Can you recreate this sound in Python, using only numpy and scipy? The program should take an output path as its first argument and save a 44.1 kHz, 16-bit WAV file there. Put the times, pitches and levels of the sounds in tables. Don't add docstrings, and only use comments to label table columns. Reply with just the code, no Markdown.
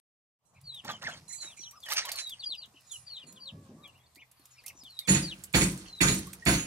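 import sys
import numpy as np
from scipy import signal
from scipy.fft import rfft, irfft
from scipy.io import wavfile
from scipy.ndimage import uniform_filter1d

SR = 44100
rng = np.random.default_rng(int(sys.argv[2]) if len(sys.argv) > 2 else 0)


def to_linear_factor(level_db):
    exponent = np.asarray(level_db, float) / 20
    return 10 ** exponent


def pcm_store(signal):
    levels = np.round(np.clip(np.atleast_2d(signal), -1, 1) * 32767)
    wavfile.write(sys.argv[1], SR, levels.astype(np.int16).T)


N = 293732
T = np.arange(N) / SR


def level(x, db):
    return x * to_linear_factor(db) / np.sqrt(np.mean(x ** 2) + 1e-30)


def colour(x, points):
    hz, db = np.transpose(points)
    f = np.arange(N // 2 + 1) * SR / N + 1
    return irfft(rfft(x) * to_linear_factor(np.interp(np.log(f), np.log(hz), db)), N)


def ring(x, hz, t60_s):
    pole = np.exp(2j * np.pi * hz / SR - np.log(1000) / (t60_s * SR))
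    return signal.lfilter([1], [1, -pole], x).imag


def walk(rate_hz):
    k = int(SR / rate_hz)
    steps = np.repeat(rng.standard_normal(N // k + 1), k)
    return 1.87 * uniform_filter1d(uniform_filter1d(steps, k), k)[:N]


def dust(rate_hz, spread_db):
    clicks = rng.random(N) < rate_hz / SR
    size_db = spread_db * np.minimum(rng.exponential(size=N), 4)
    return clicks * to_linear_factor(size_db) * rng.standard_normal(N)


def add(out, s, grain):
    i = int(s * SR)
    out[..., i:i + grain.shape[-1]] += grain[..., :N - i]


def bursts(times, dbs, t60_s, rise_s):
    power, t = np.zeros(N), T[:int(1.5 * t60_s * SR)]
    for s, db, up in np.broadcast(times, dbs, rise_s):
        add(power, s - up / 2, (to_linear_factor(db - 60 * t / t60_s) * np.minimum(t / up, 1)) ** 2)
    return np.sqrt(power)


def patchy(x, slow_db, quick_db):
    f = np.log2(np.arange(N // 2 + 1) * SR / N + 1) * 2
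    spectrum, out = rfft(x), 0
    for k in range(20, 29):
        lowest = k - 99 * (k == 20)
        weight = np.clip(1 - np.abs(f - np.clip(f, lowest, k)), 0, 1)
        out = out + irfft(spectrum * weight, N) * to_linear_factor(slow_db * walk(5) + quick_db * walk(25))
    return out


def place(x, pan_db=0., lag=7, wet_db=-10., t60_s=0.16):
    t = T[:int(.4 * SR)]
    tail = rng.standard_normal((2, len(t))) * to_linear_factor(-60 * t / t60_s) * (t > .004)
    tail = tail * to_linear_factor(wet_db) / np.sqrt(np.sum(tail ** 2, axis=1, keepdims=True))
    tail[1] += uniform_filter1d(tail[0] - tail[1], size=36)
    direct = np.array([np.roll(x, lag) * to_linear_factor(pan_db / 2), x * to_linear_factor(-pan_db / 2)])
    return direct + signal.fftconvolve(x[None], tail, axes=1)[:, :N]


def bubble(hz, end_ratio, length_s):
    t = T[:int(3 * length_s * SR) + 8] / length_s
    glide = t + (end_ratio - 1) * t ** 2 / 2
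    return np.sin(2 * np.pi * hz * length_s * glide) * np.exp(-2 * t) * np.minimum(5 * t, 1)


# (frequency [Hz], density [dB per Hz])
HISS_SPECTRUM = [(15, -44), (25, -14), (185, -14), (256, -22.5), (394, -25), (516, -21), (714, -18),
                 (1100, -17.5), (1480, -28), (6050, -32.5), (11600, -36), (14400, -28), (16000, -60)]


def air_hiss():
    mid, side = rng.standard_normal((2, N))
    side = colour(side, [(100, -6.0), (400, -9.5), (1200, -3.0), (16000, 2.5)])
    hiss = level(colour(mid + side * [[1], [-1]], HISS_SPECTRUM), -53.5)
    return patchy(hiss, 1.2, 1.8) * to_linear_factor(.6 * walk(3) - .5)


# (frequency [Hz], width [Hz], level [dB])
FAN_BANDS = [
    (125, 9, -65),
    (167, 40, -83),
    (75.8, 8.2, -67),
]


def fan():
    hum = sum(level(ring(rng.standard_normal(N), hz, 7.9 / width), db) for hz, width, db in FAN_BANDS)
    blade_hz, _, blade_db = FAN_BANDS[0]
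    phase = 2 * np.pi * np.cumsum(blade_hz + 1.52 * walk(1.3)) / SR
    return hum + to_linear_factor(blade_db + 2.0) * np.sin(phase)


# (time [s], ground bump [dB], groan of hand on phone [dB])
STEP_EVENTS = [(.56, -78, -43), (0.628, -79, -39.5), (0.846, -38.5, -47), (.91, -61, -43),
               (1.04, -43.5, -40), (1.15, -51, -41.5), (1.44, -58, -59), (1.6, -65, -69), (1.92, -61, -62),
               (2.98, -88, -48), (3.237, -46.5, -64), (3.31, -49, -74), (3.524, -42, -33.5),
               (3.59, -51, -65), (3.695, -40, -65), (3.93, -66, -51), (4.69, -70, -53), (5.051, -71, -60)]


def steps():
    s, bump_db, groan_db = np.transpose(STEP_EVENTS)
    rise_s, bump_t60_s, groan_t60_s = 0.015, 0.56, 0.61
    bump_points = [(60, -32), (130, 0.5), (220, 3.0), (380, -7.5), (700, -16.0), (2000, -88)]
    groan_points = [(20, -22), (45, -23.0), (90, 3.5), (160, 2.5), (400, -105)]
    bump = level(colour(rng.standard_normal(N), bump_points), 5.8)
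    groan = level(colour(rng.standard_normal(N), groan_points), -0.33)
    return bump * bursts(s, bump_db, bump_t60_s, rise_s) + groan * bursts(s, groan_db, groan_t60_s, rise_s)


# (time [s], level [dB])
SHUFFLE_LEVEL = [(0.45, -129), (0.62, -64), (1.44, -58), (1.89, -67), (2.08, -50), (2.32, -52), (2.68, -67),
                 (3.34, -57), (3.64, -71), (4.18, -89), (4.58, -57), (5.31, -48), (6.05, -63), (6.17, -30),
                 (6.51, -54), (6.6, -43)]


def straw():
    crackle = np.array([dust(900 * to_linear_factor(4 * walk(12)), 2) for _ in range(2)])
    stalk = rng.standard_normal((1, 300)) * np.exp(-np.arange(300) / 190.0)
    crackle = signal.fftconvolve(crackle, stalk, axes=1)[:, :N]
    crackle = crackle + 0.37 * crackle[::-1]
    crackle = colour(crackle, [(900, -14), (2500, -3.0), (5000, -3.5), (10000, -2.5), (15000, -29)])
    s, db = np.transpose(SHUFFLE_LEVEL)
    busy_db = np.minimum(np.interp(T, s, db), -62)
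    return patchy(level(crackle, 5.7), 2.2, 1.5) * to_linear_factor(busy_db)


# (time [s], pitch [Hz], level [dB])
CALL_CONTOUR = [
    (3.25, 480.0, -71),
    (3.56, 575.1, -65),
    (3.654, 537.1, -70),
    (3.9, 579.3, -66),
]


def far_call():
    s, hz, db = np.transpose(CALL_CONTOUR)
    gate = np.clip(np.minimum(T - s[0], s[-1] - T) / 0.059, 0, 1)
    hz, db = np.interp(T, s, hz), np.interp(T, s, db)
    phase = 2 * np.pi * np.cumsum(hz * (1 + .012 * walk(60))) / SR
    bleat = np.sin(phase) + to_linear_factor(0.5) * np.sin(2 * phase) + to_linear_factor(-12.5) * np.sin(3 * phase)
    return place(gate * to_linear_factor(db - 3 + 3 * walk(25)) * bleat, wet_db=3.)


def settle_then_drop(u, length_s):
    settle, sag, settle_s = .31, .18, .06
    return settle * np.tanh((u * length_s / settle_s) ** 1.48) + sag * u + (1 - settle - sag) * u ** 8


def roll_over(u, length_s):
    return u ** (.33 / length_s)


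def level_off(u, length_s):
    return (1 - np.cos(np.pi * u ** .75)) / 2


def arch(u, length_s):
    return np.sin(np.pi * u ** 1.6)


def swell(u, length_s):
    share, swell_s, release_s = .35, .04, .012
    rise = np.sin(np.pi / 2 * np.minimum(u / min(share, swell_s / length_s), 1)) ** 2
    return np.clip(np.minimum(rise, (1 - u) * length_s / release_s), 0, 1)


# (start [s], length [s], first pitch [Hz], last pitch [Hz], level [dB])
HELD_PEEPS = [
    (0.631, 0.18, 4804, 2483, -46),
    (1.362, .185, 4830, 2448, -48.5),
    (2.1, 0.25, 4957, 2560, -42),
    (4.875, .21, 4526, 2760, -52.5),
    (5.853, 0.17, 4545, 3195, -50),
]
# (start [s], length [s], first pitch [Hz], last pitch [Hz], level [dB])
ROLLED_PEEPS = [
    (1.746, 0.099, 5250, 3500, -61),
    (2.428, 0.13, 4875, 2450, -37.5),
    (3.049, 0.19, 4710, 2750, -46),
    (3.392, 0.12, 4710, 2330, -45),
    (2.548, .11, 4870, 2670, -45.5),
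    (4.506, 0.11, 5660, 3800, -61),
    (4.736, .112, 6010, 3530, -53.5),
    (4.752, 0.058, 7000, 6800, -50),
    (5.21, 0.13, 4810, 2250, -38.5),
]
# (start [s], length [s], first pitch [Hz], last pitch [Hz], level [dB])
SHORT_SLIDES = [(0.704, 0.093, 3580, 3060, -58), (0.857, 0.062, 4670, 3770, -50),
                (0.879, .1, 3680, 3010, -49), (1.09, 0.028, 4340, 4000, -53),
                (1.113, 0.041, 3380, 2980, -44.5), (1.115, 0.033, 7800, 6240, -51),
                (4.193, 0.052, 3700, 3450, -67), (4.5, 0.048, 6870, 6800, -56.5),
                (1.604, 0.086, 4980, 3000, -50), (1.608, 0.04, 3500, 3040, -54),
                (1.822, 0.072, 3650, 2940, -43), (2.015, 0.085, 4380, 2875, -42.5),
                (2.384, 0.074, 4850, 3150, -42), (4.027, 0.044, 3600, 3470, -71),
                (3.99, 0.036, 3230, 3370, -70), (2.887, 0.089, 3950, 2875, -46.5),
                (3.072, 0.051, 3740, 2860, -61), (3.125, 0.073, 4300, 2950, -50),
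                (3.218, 0.099, 4760, 4130, -60), (3.353, 0.048, 3700, 2870, -53.5),
                (3.815, 0.096, 4165, 2730, -51.5), (4.352, 0.081, 4770, 4320, -68),
                (4.836, 0.055, 3850, 2970, -46.5)]
# (start [s], length [s], first pitch [Hz], top pitch [Hz], level [dB])
CONTACT_CHIRPS = [(0.54, 0.051, 2300, 2544, -57), (1.095, 0.035, 2450, 2720, -43.5),
                  (2.425, 0.024, 2900, 3260, -40.5), (4.053, 0.033, 4200, 4600, -69),
                  (1.287, 0.078, 1910, 2245, -51), (1.468, 0.052, 2320, 2690, -50),
                  (1.565, 0.036, 2300, 2330, -51.5), (1.707, 0.086, 920, 1265, -45),
                  (2.132, 0.025, 2350, 2500, -53), (2.593, 0.059, 2730, 2950, -55),
                  (2.727, 0.075, 2770, 2970, -57), (3.834, 0.034, 2230, 2460, -51),
                  (3.914, 0.085, 2150, 2810, -60), (4.153, 0.086, 1740, 2834, -49),
                  (4.539, 0.075, 1830, 2550, -54.5), (4.629, 0.085, 1680, 2720, -45),
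                  (4.992, 0.086, 1920, 2280, -57), (5.841, 0.065, 2840, 2980, -53.5)]


def goslings():
    kinds = [  # calls, glide, pan [dB], pitch roughness, octave [dB]
        (HELD_PEEPS, settle_then_drop, 1, .006, -28),
        (ROLLED_PEEPS, roll_over, 3, .009, -27),
        (SHORT_SLIDES, level_off, 3, .014, -23),
        (CONTACT_CHIRPS, arch, 2, .045, -22)]
    out, waver, flutter = 0, walk(440), walk(110)
    for calls, glide, pan_db, rough, octave_db in kinds:
        voice = np.zeros(N)
        for s, length_s, first_hz, last_hz, db in calls:
            u = T[:int(length_s * SR)] / length_s
            here = slice(int(s * SR), int(s * SR) + len(u))
            hz = first_hz + (last_hz - first_hz) * glide(u, length_s)
            phase = 2 * np.pi * np.cumsum(hz * (1 + rough * waver[here])) / SR
            throat_db = -8.5 * np.abs(np.log2(hz / 4000))
            gain = to_linear_factor(db + 1 + throat_db + 5 * np.tanh(flutter[here]))
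            overtones = np.sin(2 * phase) + .2 * np.sin(3 * phase)
            whistle = np.sin(phase) + to_linear_factor(octave_db + 4 * waver[here]) * overtones
            voice[here] += swell(u, length_s) * gain * whistle
        voice = voice + .5 * np.roll(voice, int(.0042 * SR)) + .2 * np.roll(voice, int(.011 * SR))
        out = out + place(voice, pan_db, lag=2, wet_db=-10., t60_s=.12)
    return out


# (time [s], slosh [dB], spray [dB])
KICKS = [(0.844, -28, -42), (0.879, -20.5, -54), (0.894, -30, -56), (1.021, -23, -35), (1.047, -38, -26.5),
         (1.07, -20.5, -55), (1.129, -31, -33.5), (1.426, -34.5, -28), (1.714, -64, -54),
         (1.857, -33, -34.5), (1.888, -24.5, -20), (1.919, -25, -17), (1.955, -27.5, -12),
         (1.982, -23.5, -44), (2.047, -25.5, -39), (2.083, -27, -19), (2.117, -30.5, -38),
         (2.165, -36, -19), (2.209, -37, -48), (2.293, -56, -34), (2.36, -64, -44), (2.43, -65, -42),
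         (2.64, -66, -46)]
# (time [s], peak [dB], pitch [Hz], end pitch ratio, length [s])
LARGE_BUBBLES = [(0.895, -24.5, 1193, 1, 0.023), (1.029, -35, 1170, 0.5, 0.017),
                 (1.035, -29.5, 1910, 0.88, 0.022), (1.087, -33, 763, 0.92, 0.023),
                 (1.917, -22, 1128, 1.27, 0.018), (1.979, -27, 1255, 1.04, 0.028),
                 (2.047, -31, 937, 1.08, 0.019), (2.087, -29, 1830, 0.92, 0.0089),
                 (6.422, -33.5, 1856, 1.03, 0.023), (4.9905, -13, 4200, 0.87, 0.0032),
                 (6.27, -38, 1080, 1.1, 0.023), (1.859, -36.5, 1930, 0.78, 0.038),
                 (1.884, -30, 1875, 0.99, 0.022), (1.905, -30.5, 840, 1.14, 0.014),
                 (2.021, -28.5, 1750, 1.1, 0.013), (2.076, -31.5, 1055, 1.05, 0.012),
                 (.851, -31.5, 794, 1.15, 0.011), (.887, -28, 1495, 1.1, 0.014),
                 (.905, -27.5, 1890, 0.6, 0.0076), (1.048, -27.5, 2050, 1.05, 0.026),
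                 (1.096, -26, 1500, 1.1, 0.0054), (2.15, -40, 1200, 0.85, 0.019),
                 (0.8744, -34, 1830, 1, 0.041), (1.067, -18.5, 1910, .75, .018)]


def splashes():
    swarm = 0
    for hz in 500 * 1.25 ** np.arange(12):
        bubbles = signal.fftconvolve(dust(220, 1.2), bubble(hz, 1.265, 6.6 / hz))[:N]
        swarm = swarm + bubbles * (hz / 1000) ** 0.65
    grain = rng.standard_normal(60) * np.exp(-np.arange(60) / 15)
    spray = signal.fftconvolve(dust(2400, 1.5) * to_linear_factor(4 * walk(70)), grain)[:N]
    spray = colour(spray, [(700, -30), (1500, -4), (4000, -1), (9000, -7), (12000, -13), (16000, -16)])
    s, slosh_db, spray_db = np.transpose(KICKS)
    slosh = level(swarm, -6) * bursts(s, slosh_db - 8.5, 0.24, 0.018)
    spray = patchy(level(spray, -4), 0, 2.5) * bursts(s, spray_db - 11.5, 0.26, 0.017)
    plops = np.zeros(N)
    for s, db, hz, end_ratio, length_s in LARGE_BUBBLES:
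        add(plops, s, to_linear_factor(db - 4.5) * bubble(hz, end_ratio, length_s))
    return place(slosh + spray + plops, -3., lag=5, wet_db=-10., t60_s=.12)


# (time [s], peak [dB], pitch [Hz])
TUB_THUDS = [
    (1.446, -49.5, 320),
    (1.594, -52, 324),
    (2.489, -55, 322),
    (2.676, -58, 232),
    (2.742, -52.5, 305),
    (4.167, -52, 308),
    (4.395, -55.5, 303),
    (4.749, -53.5, 312),
    (4.831, -50.5, 264),
]
# (time
# [s], peak [dB], pitch [Hz])
SMALL_TICKS = [(0.745, -36, 3520), (0.847, -33.5, 6300), (1.0286, -39, 6500), (1.71, -34.5, 7340),
               (1.803, -41, 6460), (0.854, -41, 6460), (0.896, -38, 6540), (0.91, -34, 2520),
               (1.092, -42, 2600), (1.098, -47, 3000), (2.294, -26, 4500), (1.859, -43, 3200),
               (2.55, -42, 5250), (2.658, -43.5, 6640),
               (1.8344, -40, 3420), (1.8577, -37, 3300), (1.888, -25, 4700), (1.9035, -20, 3330),
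                    (1.9205, -16, 4250), (1.9342, -16.5, 4070), (2.0516, -36, 3270), (2.052, -21.5, 3630),
                    (2.0905, -28, 4500), (2.1172, -15, 4400), (2.1574, -23.5, 4380), (2.272, -34, 4000),
               (0.613, -43.5, 9900), (2.808, -47.5, 12000), (3.3244, -36.5, 9800), (6.334, -28, 2360),
               (5.775, -37, 10900), (3.66, -71, 14000), (3.7, -64, 9000), (3.978, -54, 12100),
               (4.149, -43.5, 7950), (4.395, -47, 9000), (4.637, -43, 11000), (4.905, -46, 11000),
               (6.144, -19.5, 4000), (6.189, -25, 4000), (3.8753, -42, 2930), (4.1577, -36, 4200),
               (4.314, -39.5, 9500), (4.455, -36.5, 7000), (4.662, -21, 10800), (4.681, -23.5, 5640),
               (4.8353, -37, 3820), (4.9905, -24, 4130), (5.0726, -27, 6960), (5.438, -21.5, 7450),
               (5.528, -32, 8100), (5.536, -23.5, 6960), (6.453, -22, 8000), (5.7184, -28, 10100),
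               (5.99, -40, 4240), (6.269, -31, 8600), (6.3312, -25.5, 8300)]


def small_impacts():
    hits = np.zeros((2, N))
    for s, db, hz in TUB_THUDS:
        add(hits, s, to_linear_factor(db) * bubble(hz, 0.93, 0.016))
    n = np.arange(500)
    for s, db, hz in SMALL_TICKS:
        uneven = to_linear_factor(1.66 * np.repeat(rng.standard_normal(10), 50))
        snap = rng.standard_normal((2, 500)) * np.exp(-n / 211.0) * np.minimum(n / 84.0, 1) * uneven
        snap = np.diff(snap + 0.89 * snap[0], prepend=0)
        ping = np.resize(np.r_[bubble(hz, 1.05, .0012), np.zeros(500)], 500)
        port_db = np.array([[-3.5], [3.5]])
        add(hits, s, to_linear_factor(db - 5.0 + port_db) * (0.34 * snap + ping))
    return hits + place(hits.mean(axis=0), wet_db=20., t60_s=.09) * .06


# (time [s], crash [dB], thump re crash [dB], keys re crash [dB], rise [s])
BOOT_BLOWS = [
    (5.0917, -14.5, 3.5, 3, 0.034),
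    (5.1474, -28.5, 7.5, -31, 0.0029),
    (5.546, -13, 2, -7.5, 0.016),
    (5.613, -24.5, 8.5, -28, 0.0094),
    (6.0115, -15, 6, -7, 0.015),
    (6.084, -18, 1.5, -2, 0.031),
    (6.473, -10.5, 2.5, -8, 0.028),
    (6.5294, -24, -1, -20, 0.022),
]


def blow_shape(part, t60_s):
    s, crash_db, thump_db, keys_db, rise_s = np.transpose(BOOT_BLOWS)
    part_db = {"crash": 0, "thump": thump_db, "keys": keys_db}[part]
    return bursts(s, crash_db + part_db, t60_s, rise_s)


# (time [s], level [dB], tilt [dB per octave])
KEY_JOLTS = [(0.453, -66.5, 6.2), (0.5394, -67, 3.7), (1.281, -42.5, 0.72), (1.32, -37.5, 1.4),
             (1.408, -41.5, 0.69), (1.566, -46, 1.3), (1.593, -50, 0.92), (2.176, -42, 2.7),
             (2.866, -57.5, 1.9), (2.913, -39.5, 8.3), (3.266, -49.5, 2.4)]
# (frequency [Hz], level [dB], t60 [s])
KEY_MODES = [(4093, -3, .18), (4320, -14, .12), (5875, -11, .25), (6263, -12, .25), (6745, -13, .25),
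             (6944, 3, .2), (7687, -6, .22), (8166, -9, .3), (9015, -15, .3), (9260, -12, .25),
             (9410, -7, .3), (9870, -14, .3), (10430, -14, .25), (10600, -14, .22), (10970, -25, .2),
             (12390, -22, .15)]
# (time [s], peak [dB], pitch [Hz], ring [s])
KEY_CLINKS = [(5.093, -22, 6944, .078), (5.097, -31, 9015, .055), (5.14, -36, 8166, .074),
              (2.916, -45, 9410, .07), (2.918, -54, 10550, .11), (5.585, -30, 6944, .07),
              (5.605, -32, 8166, .05), (5.62, -38, 12000, .034), (5.68, -42, 8166, .05),
              (5.57, -36, 9870, .1), (5.58, -39, 10970, .09), (6.03, -29, 6944, .085),
              (6.13, -38, 8166, .067), (6.16, -42, 5875, .034), (6.05, -37, 9870, .16),
              (6.11, -40, 9015, .08), (6.04, -39, 10970, .12), (6.49, -35, 9260, .065),
              (6.51, -32, 6944, .055), (6.53, -39, 6263, .09), (6.58, -36, 6944, .07),
              (6.62, -43, 9410, .04), (6.6, -40, 10970, .06), (1.278, -51, 4093, .12),
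              (1.4, -47, 4093, .06), (1.59, -46, 5875, .13), (1.325, -48, 9410, .07),
              (1.41, -49, 9410, .09), (1.325, -49, 10600, .08), (1.29, -46, 6944, .08),
              (1.41, -47, 6944, .05), (1.41, -51, 5875, .1), (1.29, -53, 5875, .1), (2.185, -45, 5875, .04),
              (2.18, -47, 10600, .06), (2.17, -50, 9410, .11)]


def keys():
    s, db, tilt_db = np.transpose(KEY_JOLTS)
    blow_tilt_db = 3
    tilt_db = np.interp(T, [*s, BOOT_BLOWS[0][0]], [*tilt_db, blow_tilt_db])
    jolts = blow_shape("keys", 0.2) + to_linear_factor(3.0) * bursts(s, db, 0.18, 0.0077)
    knocks = level(dust(3000, 1.), -12) * jolts
    out = to_linear_factor(-15) * np.diff(knocks, prepend=0)
    for hz, db, t60_s in KEY_MODES:
        drive = knocks * rng.standard_normal(N) * to_linear_factor(2.5 * walk(15))
        out = out + to_linear_factor(db - 21 + tilt_db * np.log2(hz / 7000)) * ring(drive, hz, .6 * t60_s)
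    for s, db, hz, ring_s in KEY_CLINKS:
        t = T[:int(ring_s * SR)]
        gate = np.clip(np.minimum(t / 0.0031, (ring_s - t) / 0.0074), 0, 1)
        pair = np.sin(2 * np.pi * hz * t) + .35 * np.sin(2 * np.pi * (hz + 38) * t)
        add(out, s, to_linear_factor(db - 9 * t / ring_s) * gate * pair)
    return place(out, -9.5, lag=2, wet_db=-7.5, t60_s=0.31)


# (frequency [Hz], width [Hz], level [dB])
BOARD_MODES = [
    (65, 78, -28),
    (94, 5.7, -17),
    (137.6, 18.5, -5),
    (193.4, 19.7, -2.5),
    (263.8, 10.5, -3.5),
    (325.2, 31, -9.5),
    (560, 26, -21.5),
]


def board(x):
    out = 0
    for k, (hz, width_hz, db) in enumerate(BOARD_MODES):
        out = out + (-1) ** k * to_linear_factor(db) * width_hz * ring(x, hz, 1.36 / width_hz)
    return out


# (frequency [Hz], density [dB per Hz])
CRASH_SPECTRUM = [(70, 18), (240, 1.5), (400, 1), (636, -5.5), (708, -2), (826, -4.5), (2250, -1),
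                  (5600, -4), (6950, -3), (7280, -5), (10500, -1.5), (12000, -16.5), (16000, -2)]
# (frequency [Hz], level [dB], t60 [s])
SLAT_MODES = [
    (1900, -4, .012),
    (2337, -5, .015),
    (2518, -3, .018),
    (3500, -6, .01),
    (4450, -6, .01),
]


def boot():
    push = blow_shape("thump", 0.35) + to_linear_factor(-12.0) * blow_shape("thump", 0.66)
    shudder = level(board(rng.standard_normal(N)), -11.5) * push
    strike = to_linear_factor(-56.0) * board(np.maximum(np.diff(push, prepend=0), 0))
    boom = level(ring(rng.standard_normal(N), 98, 0.07), -33.5)
    boom = boom * blow_shape("thump", 0.84)
    slats = 0
    for hz in 500 * 1.416 ** np.arange(12):
        drive = rng.standard_normal((2, N)) + .5 * np.array([dust(1300, 9.0), dust(810, 2.7)])
        slats = slats + level(ring(drive, hz, 7 / hz), 4.02 * walk(45)) * np.sqrt(hz)
    crash = blow_shape("crash", 0.2) + to_linear_factor(-17.5) * blow_shape("crash", 0.89)
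    rattle, wide = level(colour(slats, CRASH_SPECTRUM), -5.0) * crash
    wood = sum(to_linear_factor(db) * ring(dust(1500, 1.5), hz, t60_s) for hz, db, t60_s in SLAT_MODES)
    wood = level(wood, 2.46) * blow_shape("crash", 0.079)
    low = place(shudder + strike + boom, lag=0, wet_db=-6.0)
    high = place(rattle + wood, -9.0, lag=7, wet_db=1.0, t60_s=.25)
    wide = 0.41 * colour(wide, [(300, -39), (1200, -2.0), (12000, 6.5)]) * [[1], [-1]]
    return low + high + wide


# (time [s], level [dB])
FADE_IN = [
    (.39, -39),
    (.45, -23.5),
    (.55, -15.5),
    (.68, -13),
]


def scene():
    s, db = np.transpose(FADE_IN)
    background = air_hiss() + fan() + steps() + straw()
    background = background * to_linear_factor(np.interp(T, s, db, left=-200))
    return background + far_call() + goslings() + splashes() + small_impacts() + keys() + boot()


def roll_off(x):
    return signal.sosfilt(signal.butter(12, 16100, fs=SR, output="sos"), x)


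def record(dry):
    mix = signal.sosfilt(signal.butter(4, 52, "highpass", fs=SR, output="sos"), dry)
    mix = signal.sosfilt(signal.butter(4, 13000, fs=SR, output="sos"), mix)
    mix = np.tanh(1.3 * mix) / 1.3
    mix = signal.sosfilt(signal.ellip(8, .2, 60, 15900, fs=SR, output="sos"), mix)
    return roll_off(mix)


dry = scene()
out = record(dry)
pcm_store(out)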